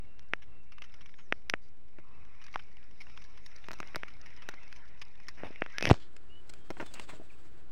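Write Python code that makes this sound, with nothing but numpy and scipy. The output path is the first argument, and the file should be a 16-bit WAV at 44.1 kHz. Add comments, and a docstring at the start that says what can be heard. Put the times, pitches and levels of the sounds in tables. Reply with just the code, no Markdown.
"""Someone steps among loose stones in a dry stream bed, holding a small camera in a light wind.
At first a finger covers the microphone port: skin rubs, the gripped case ticks, and grit, grass and
knocking stones come through thinly, with faint birds and one far call. Near 5.9 s the finger drags
off with a stick-slip squeak and a suction pop. Then stones clack and grass crunches openly underfoot,
over the murmur of the valley and a few more bird notes."""
import sys
import numpy as np
from scipy import signal
from scipy.fft import rfft, irfft, next_fast_len
from scipy.io import wavfile
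from scipy.ndimage import uniform_filter1d

SR = 44100
rng = np.random.default_rng(int(sys.argv[2]) if len(sys.argv) > 2 else 0)


def wrap_up_sound(samples):
    """Save the sound to the file named by the first command line argument, as 16-bit audio."""
    columns = np.atleast_2d(samples).T
    # keep every value between -1 and 1, then stretch to whole-number steps
    tamed = np.clip(columns, -1, 1)
    steps = np.round(tamed * 32767).astype(np.int16)
    wavfile.write(sys.argv[1], SR, steps)


N = 340319
T = np.arange(N) / SR
SIZE = 8192  # samples in a one-shot's buffer
SHOT_T, HZ = np.arange(SIZE) / SR, np.fft.rfftfreq(SIZE, 1 / SR)
PORT_OPENS_S = 5.89


def amp(db):
    """Decibels to gain."""
    return 10 ** (np.asarray(db) / 20)


def unit(x):
    """Scales to rms 1."""
    return x / np.sqrt(np.mean(x ** 2) + 1e-20)


def eq_at(curve, hz):
    """Reads an EQ curve in dB on a log-frequency axis."""
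    f, db = np.transpose(curve)
    return np.interp(np.log(hz + 1), np.log(f), db)


def add(mix, s, sound):
    """Mixes a sound in at time s."""
    part = mix[max(round(s * SR), 0):][:len(sound)]
    part += sound[:len(part)]


def causal(db):
    """Minimum-phase response with this gain: it rings only after the blow."""
    log_gain = np.log(amp(db))
    mirrored = np.concatenate([log_gain, log_gain[-2:0:-1]])
    return np.exp(np.conj(signal.hilbert(mirrored)))[:len(db)]


def coloured(x, curve):
    """Runs a full-length layer through an EQ curve, to rms 1."""
    size = next_fast_len(N, True)
    gain = amp(eq_at(curve, np.fft.rfftfreq(size, 1 / SR)))
    return unit(irfft(rfft(x, size) * gain, size)[:N])


def wander(count, per_s):
    """Smooth random drift of rms 1."""
    knots = rng.standard_normal(4000)
    return unit(np.interp(np.arange(count) / SR * per_s, np.arange(len(knots)), knots))


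def grains(count, per_s, spread_db):
    """Sparse tiny slips, mostly small and a few large."""
    size = amp(spread_db * np.minimum(rng.exponential(1, count), 4))
    return unit(size * rng.choice([-1, 1], count) * (rng.random(count) < per_s / SR))


def patchy(x, db, patch_hz=300, patch_s=.035):
    """Shifting contact points favour a few pitches for a moment: random patches in time and frequency."""
    frames = signal.stft(x, nperseg=512, noverlap=384)[2]
    field = rng.standard_normal(frames.shape)
    field = uniform_filter1d(field, max(round(patch_hz * 512 / SR), 1), axis=0)
    field = uniform_filter1d(field, max(round(patch_s * SR / 128), 1), axis=1)
    return unit(signal.istft(frames * amp(db * unit(field)), nperseg=512, noverlap=384)[1][:len(x)])


# Mid, bass, treble and air bands of a one-shot: (low edge [Hz], high edge [Hz])
EQ_BANDS = [(900, 3500), (120, 900), (3500, 7000), (7000, 16000)]
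def voiced(spectrum, level_db, *colour_db):
    """EQs a one-shot to a mid level (as rms over 10 ms), with bass, treble and air relative to it."""
    target_db = level_db + np.array([0, *colour_db])
    for _ in range(2):
        power = abs(spectrum) ** 2 * 2 / SIZE / (SR / 100)
        band_db = [10 * np.log10(power[(HZ >= lo) & (HZ < hi)].sum() + 1e-20) for lo, hi in EQ_BANDS]
        mid, bass, treble, air = target_db - band_db
        shelves = [(650, bass), (1150, mid), (2900, mid), (4200, treble), (6300, treble), (8000, air)]
        spectrum = spectrum * causal(eq_at(shelves, HZ))
    return irfft(spectrum)[:SIZE // 2]


# Wind rumble EQ: (frequency [Hz], gain [dB])
WIND_EQ = [(10, 5), (30, -3.5), (60, -1.5), (110, -10), (200, -15.5), (400, -20.5), (900, -27.5),
           (2000, -35), (4000, -39.5), (7000, -56.5), (16000, -63.5)]
def wind(level_db=-58, gust_db=1.23):
    """A light, lumpy rumble of air at the microphone."""
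    return coloured(rng.standard_normal(N), WIND_EQ) * amp(level_db + gust_db * wander(N, 14))


def port_open(fade_s=.03):
    """Fade-in for the layers that need the port uncovered."""
    return np.clip((T - PORT_OPENS_S) / fade_s, 0, 1)


# Valley ambience EQ: (frequency [Hz], gain [dB])
VALLEY_EQ = [(100, -24.5), (220, -11.5), (350, 2.5), (520, -12), (900, -14), (1400, -8.5), (2200, -15),
             (5000, -25), (8000, -33), (11000, -40.5), (16000, -42)]
def valley(level_db=-67):
    """The soft murmur of the valley comes in as the port opens."""
    return coloured(rng.standard_normal(N), VALLEY_EQ) * amp(level_db) * port_open()


def high_hiss(level_db=-84):
    """A thin, steady hiss near 15.5 kHz fades in at 6.3 s and eases off at the very end."""
    band = [(10000, -45), (14500, -10), (15500, 0), (15900, -12), (16200, -30)]
    fade = np.interp(T, [6.3, 6.45, 7.5, 7.72], [0, 0.73, 0.87, .3])
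    return coloured(rng.standard_normal(N), band) * amp(level_db) * fade


def far_call(level_db=-72, hz=1120):
    """A faint, blurred call from far up the valley: one swell of narrow-band noise."""
    band = [(hz * .3, -60), (hz * .85, -3), (hz, 0), (hz * 1.12, -3), (hz * 1.4, -25), (hz * 4, -70)]
    swell_db = np.interp(T, [1.95, 2.05, 2.17, 2.4, 2.9], [-48, 6, 2.5, -2, -48.5])
    return coloured(rng.standard_normal(N), band) * amp(level_db + swell_db)


def whistle(times, hz, db, waver, flutter_db, fade_s=.015):
    """A near-sine tone that follows a pitch and level curve and wavers a little."""
    t = np.arange(times[0], times[-1], 1 / SR)
    pitch = np.interp(t, times, hz) * (1 + waver * wander(len(t), 700))
    level = amp(np.interp(t, times, db) + flutter_db * wander(len(t), 150))
    fade = np.clip(np.minimum(t - times[0], times[-1] - t) / fade_s, 0, 1)
    return np.sqrt(2) * level * fade * np.sin(2 * np.pi * np.cumsum(pitch) / SR)


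# Bird cues: (time [s], length [s], start pitch [Hz], end pitch [Hz], arch [Hz], level [dB])
BIRD_NOTES = [(0, 0.29, 2750, 2745, -6, -74.5), (.47, 0.18, 2730, 2700, -3, -74),
              (0.654, 0.27, 2712, 2680, 3, -74.5), (1.16, 0.12, 6400, 5260, 748, -78),
              (2.11, 0.059, 2440, 2650, 60, -71), (3.42, .1, 6250, 5350, 741, -75),
              (5.57, 0.099, 2820, 2670, -44, -64), (6.289, 0.124, 2765, 2960, 73, -63),
              (6.58, 0.25, 3220, 3190, -1, -74), (6.84, 0.075, 3590, 3430, 24, -65),
              (7.293, 0.027, 2950, 2100, -130, -58.5), (7.328, .028, 2780, 2280, 0, -66)]
def birds(peak_share=0.85, ends_db=-2.5):
    """Small birds on the slopes: each note glides along an arch and is loudest near its end."""
    out, u = np.zeros(N), np.linspace(0, 1, 21)
    swell_db = ends_db * np.interp(u, [0, peak_share, 1], [1, 0, 1]) ** 2
    for s, length, start_hz, end_hz, arch_hz, level in BIRD_NOTES:
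        pitch = start_hz + (end_hz - start_hz) * u + arch_hz * np.sin(np.pi * u)
        add(out, s, whistle(s + length * u, pitch, level + swell_db, waver=.007, flutter_db=2.2))
    return out


def bank_echo(hits, echo_db=-36, t60=0.063):
    """The rocky banks scatter back a weak, short tail."""
    tail = rng.standard_normal(SIZE) * amp(-60 * SHOT_T / t60) * (SHOT_T > .002)
    return amp(echo_db) * signal.oaconvolve(hits, tail / np.linalg.norm(tail))[:N]


def swish(peak_s, rise_db_per_s=28.5, fall_db_per_s=25.5):
    """Envelope of a foot swinging through grass: it builds to 1 and dies away."""
    return amp(-np.maximum((peak_s - T) * rise_db_per_s, (T - peak_s) * fall_db_per_s))


# EQs of grass through the finger, and of grass and grit through the open port: (frequency [Hz], gain [dB])
MUFFLED_GRASS_EQ = [(5000, -30), (8200, -6), (9500, -3), (11200, -2), (12300, -24), (16000, -35)]
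OPEN_PORT_EQ = [(100, 9), (400, 4.5), (1400, -1.5), (2700, -2.5), (4500, -6), (6000, -13.5), (8000, -6.5),
                (9500, -19.5), (12000, -30.5), (14000, -29), (15600, -25)]
def grass(muffled_db=-84.5, open_db=-57, flutter_db=3.5):
    """Dry grass crackles under two steps: a thin hiss through the finger, then in full."""
    crackle = patchy(grains(N, per_s=7500, spread_db=2.5), db=2.0, patch_s=.02)
    flutter = amp(flutter_db * wander(N, 46))
    muffled_step = coloured(crackle, MUFFLED_GRASS_EQ) * amp(muffled_db) * swish(peak_s=3.87)
    open_step = coloured(crackle, OPEN_PORT_EQ) * amp(open_db) * swish(peak_s=6.922)
    return (muffled_step + open_step * port_open()) * flutter


# EQs of the rub's body, fizz and creaks: (frequency [Hz], gain [dB])
BODY_EQ = [(100, -12), (500, -11.5), (1000, -7.5), (1600, -6.5), (1900, -3), (2250, -1), (2650, -6.5),
           (3200, -16), (4000, -20.5), (5000, -41), (8000, -49)]
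FIZZ_EQ = [(2500, -39), (3800, -5), (4500, -16.5), (5000, -5.5), (5500, -3.5), (6200, -13.5), (7200, -28),
           (9000, -32), (11000, -28), (13000, -42), (16000, -47)]
CREAK_EQ = [(1200, -23), (2300, -14), (3400, -9), (5400, 0.5), (6200, -6), (7300, -24.5), (11000, -26.5),
            (14000, -41.5)]
# Fader moves of the rubbing hand: (time [s], body fader [dB], fizz and creak fader [dB])
RUB_FADERS = [(0.0, -71.5, -84.5), (0.71, -73, -87.5), (0.97, -65, -75.5), (1.15, -74.5, -78),
              (1.82, -75.5, -88), (2.24, -66.5, -80.5), (2.55, -64, -71), (2.73, -67.5, -78.5),
              (2.94, -68.5, -76), (3.12, -62.5, -70.5), (3.39, -64.5, -73.5), (3.91, -57, -69),
              (4.15, -63, -74.5), (4.49, -57, -73), (5.02, -64, -78.5), (5.36, -62.5, -72),
              (5.64, -57.5, -74.5), (5.8, -52.5, -64.5)]
def rubbing(body_trim_db=-1, fizz_trim_db=-2, creak_trim_db=-6, flutter_db=1, creak_decay_s=0.0015):
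    """Skin creeps over the case in fine slips and larger creaks, coloured by the covered port."""
    times, body_db, fizz_db = np.transpose(RUB_FADERS)
    body_slips = patchy(grains(N, per_s=14000, spread_db=2.5), db=4.0, patch_s=0.041)
    body = coloured(body_slips, BODY_EQ) * amp(body_trim_db + flutter_db * wander(N, 60))
    fizz_slips = patchy(grains(N, per_s=8000, spread_db=3.5), db=1.5, patch_s=.015)
    fizz = coloured(fizz_slips, FIZZ_EQ) * amp(fizz_trim_db + flutter_db * wander(N, 60))
    catches = abs(grains(N, per_s=45, spread_db=6.0))
    bursts = signal.lfilter([1], [1, -np.exp(-1 / (creak_decay_s * SR))], catches)
    friction = patchy(rng.standard_normal(N), db=4.0, patch_hz=700)
    grip_db = np.interp(T, [4.6, 4.9, 5.25, 5.45], [3, 10, 15, 4.5])  # a tighter grip sticks more
    creaks = coloured(bursts * friction, CREAK_EQ) * amp(creak_trim_db + grip_db)
    low = body * amp(np.interp(T, times, body_db))
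    high = (fizz + creaks) * amp(np.interp(T, times, fizz_db))
    return (low + high) * np.interp(T, [5.92, 5.97], [1, 0])  # the finger leaves


def faint_scrape_cues(count=56, over_fizz_db=11, spread_db=1.5, length_s=0.0055, treble_db=-8):
    """Small scrapes at chance moments, riding the fizz fader: rows of (time, length, level, treble)."""
    times, _, fizz_db = np.transpose(RUB_FADERS)
    when = (np.arange(count) + rng.random(count)) / count * times[-1]
    size, stretch, colour = rng.standard_normal((count, 3)).T
    level = np.interp(when, times, fizz_db) + over_fizz_db + spread_db * size
    return list(zip(when, length_s * np.exp(stretch / 2), level, treble_db + spread_db * colour))


# EQ of a scrape through the covered port: (frequency [Hz], gain [dB])
COVERED_PORT_EQ = [(100, 7.5), (400, -14), (900, -12), (1500, -17), (2200, -9.5), (2800, -15.5), (3900, -5),
                   (5500, 3.5), (6300, -3), (7400, -28.5), (11000, -21.5), (13000, -35), (16000, -50)]
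def add_scrape(mix, s, length, *levels, swell_share=0.4, lead_share=0.14, resonance_db=3.0):
    """Mixes in a swelling clump of slips, coloured by the port and its own broad random resonances."""
    u = SHOT_T / (swell_share * length)
    slips = grains(SIZE, per_s=5000, spread_db=3.5) * u * np.exp(-u)
    port = eq_at(COVERED_PORT_EQ if s < PORT_OPENS_S else OPEN_PORT_EQ, HZ)
    low_cut = eq_at([(40, -28.5), (200, -7.5)], HZ)
    resonances = uniform_filter1d(uniform_filter1d(rng.standard_normal(len(HZ)), size=60), size=60)
    spectrum = rfft(slips) * causal(port + low_cut + resonance_db * unit(resonances))
    add(mix, s - lead_share * length, voiced(spectrum, *levels))


# The louder crunches underfoot: (time [s], length [s], mid level [dB], treble re mid [dB])
GRIT_SCRAPES = [(0.1934, 0.0012, -59.5, -3), (0.421, 0.015, -55.5, -10), (0.72, 0.012, -55.5, -8.5),
                (0.7825, 0.0034, -53.5, -12), (0.8199, 0.0041, -46, -12.5), (0.839, 0.014, -54, -7.5),
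                (0.94, 0.0052, -58.5, -4), (1.0095, 0.013, -55.5, -8), (1.059, 0.003, -56, -10),
                (1.091, .007, -60.5, -11), (1.1402, .0035, -58, -15), (1.186, 0.02, -54.5, -12),
                (1.35, 0.053, -71.5, 1), (1.62, .05, -70, 2.5), (2.416, 0.01, -56, -8.5),
                (2.4406, .007, -58.5, -1), (2.465, .004, -58, -2.5), (2.482, .005, -56, -14),
                (2.5404, 0.0074, -45.5, -12.5), (2.5926, 0.0068, -50, -13), (2.769, 0.0028, -59, -12),
                (3.0052, 0.021, -46.5, -8.5), (3.0675, .005, -56.5, -16), (3.175, 0.0032, -50, -11),
                (3.2191, .008, -58, -5), (3.374, .006, -56.5, -7), (3.4607, 0.0046, -57, 4.5),
                (3.641, .007, -54.5, -10), (4.08, .01, -51, -11), (4.2584, .012, -52.5, -7),
                (4.421, .009, -51.5, -9), (4.7264, 0.0029, -50.5, -7), (4.7606, .01, -56.5, -4),
                (5.0162, 0.008, -45, -5.5), (5.201, 0.0031, -59, -9), (5.2838, 0.006, -44, -2),
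                (5.558, 0.0032, -48.5, -19), (6.1647, 0.0048, -56, -7), (6.494, .007, -55.5, 0.5),
                (6.536, 0.0035, -56.5, -4), (6.8614, 0.0064, -55.5, -3.5), (6.939, .006, -56, 5.5),
                (6.9524, 0.049, -47.5, -20), (6.9964, 0.0035, -44, -10.5), (7.089, 0.031, -45.5, -10.5)]
def grit():
    """Grit and dry grass scrape, thin while the port is covered and fuller after."""
    out = np.zeros(N)
    for s, length, level, treble in list(GRIT_SCRAPES) + faint_scrape_cues():
        bass_db, air_db = (-13.5, -16.5) if s < PORT_OPENS_S else (-5.5, -2)
        add_scrape(out, s, length, level, bass_db, treble, treble + air_db)
    return out


# Modes of a struck stone on its bed: (frequency [Hz], relative energy [dB], t60 [s])
STONE_RING = [(175, 6.5, 0.014), (351, 6, 0.016), (608, 5, 0.024), (898, -1, 0.022), (1340, 0, 0.0092),
              (1840, -5.5, 0.015), (2560, -12, 0.026), (4000, 4, 0.0035), (5330, 4, 0.0036)]
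# Stone hits: (time [s], chatter decay [s], mid level [dB], bass re mid [dB], treble re mid [dB])
STONE_HITS = [(1.9857, 0.0067, -56.5, 5.5, -19), (3.686, 0.0016, -44.5, -2.5, -12.5),
              (3.709, .0008, -45, -5, -23), (3.7158, .0008, -48.5, -3.5, -4),
              (3.733, 0.0045, -49.5, -2.5, -3.5), (3.8027, 0.0021, -40, -3.5, -12),
              (3.959, 0.0015, -37.5, -15, -4.5), (3.963, 0.0021, -44.5, 4, -15),
              (4.4891, 0.0025, -40, -5, -7.5), (4.5383, .003, -52, -4, -28),
              (5.506, 0.0019, -69.5, 21.5, -20), (6.7047, 0.0038, -43.5, 7, -9.5),
              (6.769, 0.0072, -52, 0, -25), (6.8001, 0.0036, -39.5, -2, -24),
              (6.8067, 0.013, -42, 2.5, -16), (6.8276, .0013, -50.5, 6.5, -25),
              (7.121, .0085, -68, 12, -13), (7.134, 0.01, -58.5, 10, -11), (7.198, 0.0054, -71, 22.5, -18),
              (7.215, 0.0052, -71.5, 19.5, -17)]
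def stones(chatter_gain=0.92, chatter_per_s=1300, detune_spread=0.052, crack_gain=4, air_db=-11.5):
    """A first contact and a quick chatter crack and briefly ring a stone; each has its own tuning."""
    out, t = np.zeros(N), SHOT_T
    low_cut = causal(eq_at([(40, -14), (170, -6)], HZ))
    for s, decay, level, bass, treble in STONE_HITS:
        touches = rng.random(SIZE) < chatter_per_s / SR
        contacts = chatter_gain * touches * rng.standard_normal(SIZE) * np.exp(-t / decay)
        contacts[0] = 1
        detunes = np.exp(detune_spread * rng.standard_normal(len(STONE_RING)))
        ring = sum(amp(db - 60 * t / t60) / np.sqrt(t60) * np.cos(2 * np.pi * hz * detune * t)
                   for (hz, db, t60), detune in zip(STONE_RING, detunes))
        crack = crack_gain * rng.standard_normal(SIZE) * np.exp(-t / 0.0014)  # crushed grit
        clack = rfft(contacts) * rfft(ring + crack) * low_cut
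        add(out, s, voiced(clack, level, bass, treble, treble + air_db))
    return out


# Resonances of the case and port: (frequency [Hz], gain [dB])
CASE_EQ = [(40, -29), (150, -11.5), (330, -7), (600, -7.5), (920, -5), (1300, 7.5), (1850, 11), (2600, 6.5),
           (3500, -6.5), (4200, -21.5), (4700, -17.5), (5600, -15), (7800, -46.5), (10500, -32.5),
           (16000, -56)]
# Case snaps: (time [s], pitch [Hz], mid level [dB], bass re mid [dB], treble re mid [dB])
CASE_SNAPS = [(0.3355, 1860, -27.5, -10, -23), (1.3246, 1860, -26, -7, -22.5),
              (1.4986, 2310, -32.5, -18.5, -3), (1.5385, 1830, -28, -6, -26), (2.5588, 1050, -34, -4, -21),
              (3.8298, 1680, -46, -7.5, -21), (3.9473, 1850, -42.5, -5, -32),
              (4.034, 1720, -38.5, -8.5, -21.5), (5.435, 1520, -47, 9, -29), (5.6209, 1770, -31, -1, -30.5),
              (5.6626, 1500, -44.5, -7.5, -20), (5.784, 2060, -34, -13.5, -5.5),
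              (5.8098, 1906, -41, -5.5, -8), (5.826, 2090, -34.5, 0, -4.5), (5.8546, 2264, -28, -6, -8.5),
              (5.8673, 2200, -41.5, -7, -11), (5.8913, 2370, -46.5, 9, 5), (5.9, 1050, -31.5, 5.5, -11.5)]
def case_ticks(case_hz=1840, ring_hz=6000, ring_db=-39, ring_t60=0.032, air_db=-17.5):
    """The case gives under the grip in single dead snaps; a small part inside rings on."""
    out = np.zeros(N)
    ring = rfft(np.sin(2 * np.pi * ring_hz * SHOT_T) * amp(ring_db - 60 * SHOT_T / ring_t60))
    tracking = np.interp(HZ, [1900, 3400], [.85, 0])  # the port's upper resonances stay put
    for s, hz, level, bass, treble in CASE_SNAPS:
        snap = causal(eq_at(CASE_EQ, HZ * (case_hz / hz) ** tracking))
        add(out, s, voiced(snap * (1 + ring), level, bass, treble, treble + air_db))
    return out


# Finger slides: (time [s], length [s], mid level [dB], bass re mid [dB], treble re mid [dB])
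FINGER_DRAGS = [(5.376, 0.056, -47.5, -3.5, -18), (5.444, 0.034, -45, 1.5, -15.5),
                (5.837, 0.023, -42.5, -2, -5), (5.87, 0.013, -31, 0, -15.5),
                (5.9046, 0.0031, -29.5, 2, -13), (5.9103, 0.0048, -32.5, 13.5, -6.5),
                (5.928, 0.0035, -50, -11, -2), (5.9396, .003, -46, 0, -8.5), (5.945, .035, -53.5, 1.5, -2),
                (6.002, 0.049, -56, -7, -3)]
def finger_drags(air_db=-12):
    """The finger drags right across the port in short clumps of slips."""
    out = np.zeros(N)
    for s, length, level, bass, treble in FINGER_DRAGS:
        add_scrape(out, s, length, level, bass, treble, treble + air_db)
    return out


# Contour of the squeak: (time [s], pitch [Hz], level [dB])
SQUEAK_CURVE = [(5.735, 1515, -48), (5.76, 1654, -51), (5.785, 1694, -49), (5.808, 1747, -48),
                (5.818, 2467, -49), (5.835, 2660, -39), (5.845, 2510, -37), (5.858, 2610, -44)]
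def finger_squeak():
    """Skin sticks and slips on the case in one rising, unsteady squeak."""
    out = np.zeros(N)
    times, hz, db = np.transpose(SQUEAK_CURVE)
    add(out, times[0], whistle(times, hz, db, waver=.025, flutter_db=1.5))
    return out


# Air thumps in the port as the finger leaves: (time [s], level [dB], pitch [Hz], decay [s])
PORT_POPS = [(5.8445, -27, 150, 0.0053), (5.913, -2.5, 81.3, 0.0049), (5.9309, -27.5, 76, 0.0082)]
def port_pops(suction_gain=0.63, build_s=0.0013, release_s=0.00017, lead_s=.01):
    """Suction builds under the lifting finger, lets go, and the pressure swings back and dies."""
    out, t = np.zeros(N), SHOT_T - lead_s
    after = np.maximum(t, 0)
    suction = suction_gain * np.exp(np.minimum(t + 2 * release_s, 0) / build_s)
    released = .5 + .5 * np.tanh(t / release_s)
    for s, db, hz, decay in PORT_POPS:
        swing = np.exp(-after / decay) * np.cos(2 * np.pi * hz * after)
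        add(out, s - lead_s, amp(db) * (released * swing - (1 - released) * suction))
    return out


def scene():
    """Mono mix at the microphone; only the hits and scrapes feed the echo."""
    hits = case_ticks() + stones() + grit() + finger_drags()
    mix = hits + bank_echo(hits) + port_pops() + rubbing() + grass() + valley() + high_hiss()
    return (mix + birds() + finger_squeak() + far_call() + wind())[None]


def record(dry, dc_offset=-0.024, cutoff_hz=16400):
    """The camera adds a steady offset and cuts the very top."""
    lowpass = signal.firwin(255, cutoff_hz, window=("kaiser", 9), fs=SR)
    return signal.oaconvolve(dry + dc_offset, lowpass[None], "same")


dry = scene()
out = record(dry)
wrap_up_sound(out)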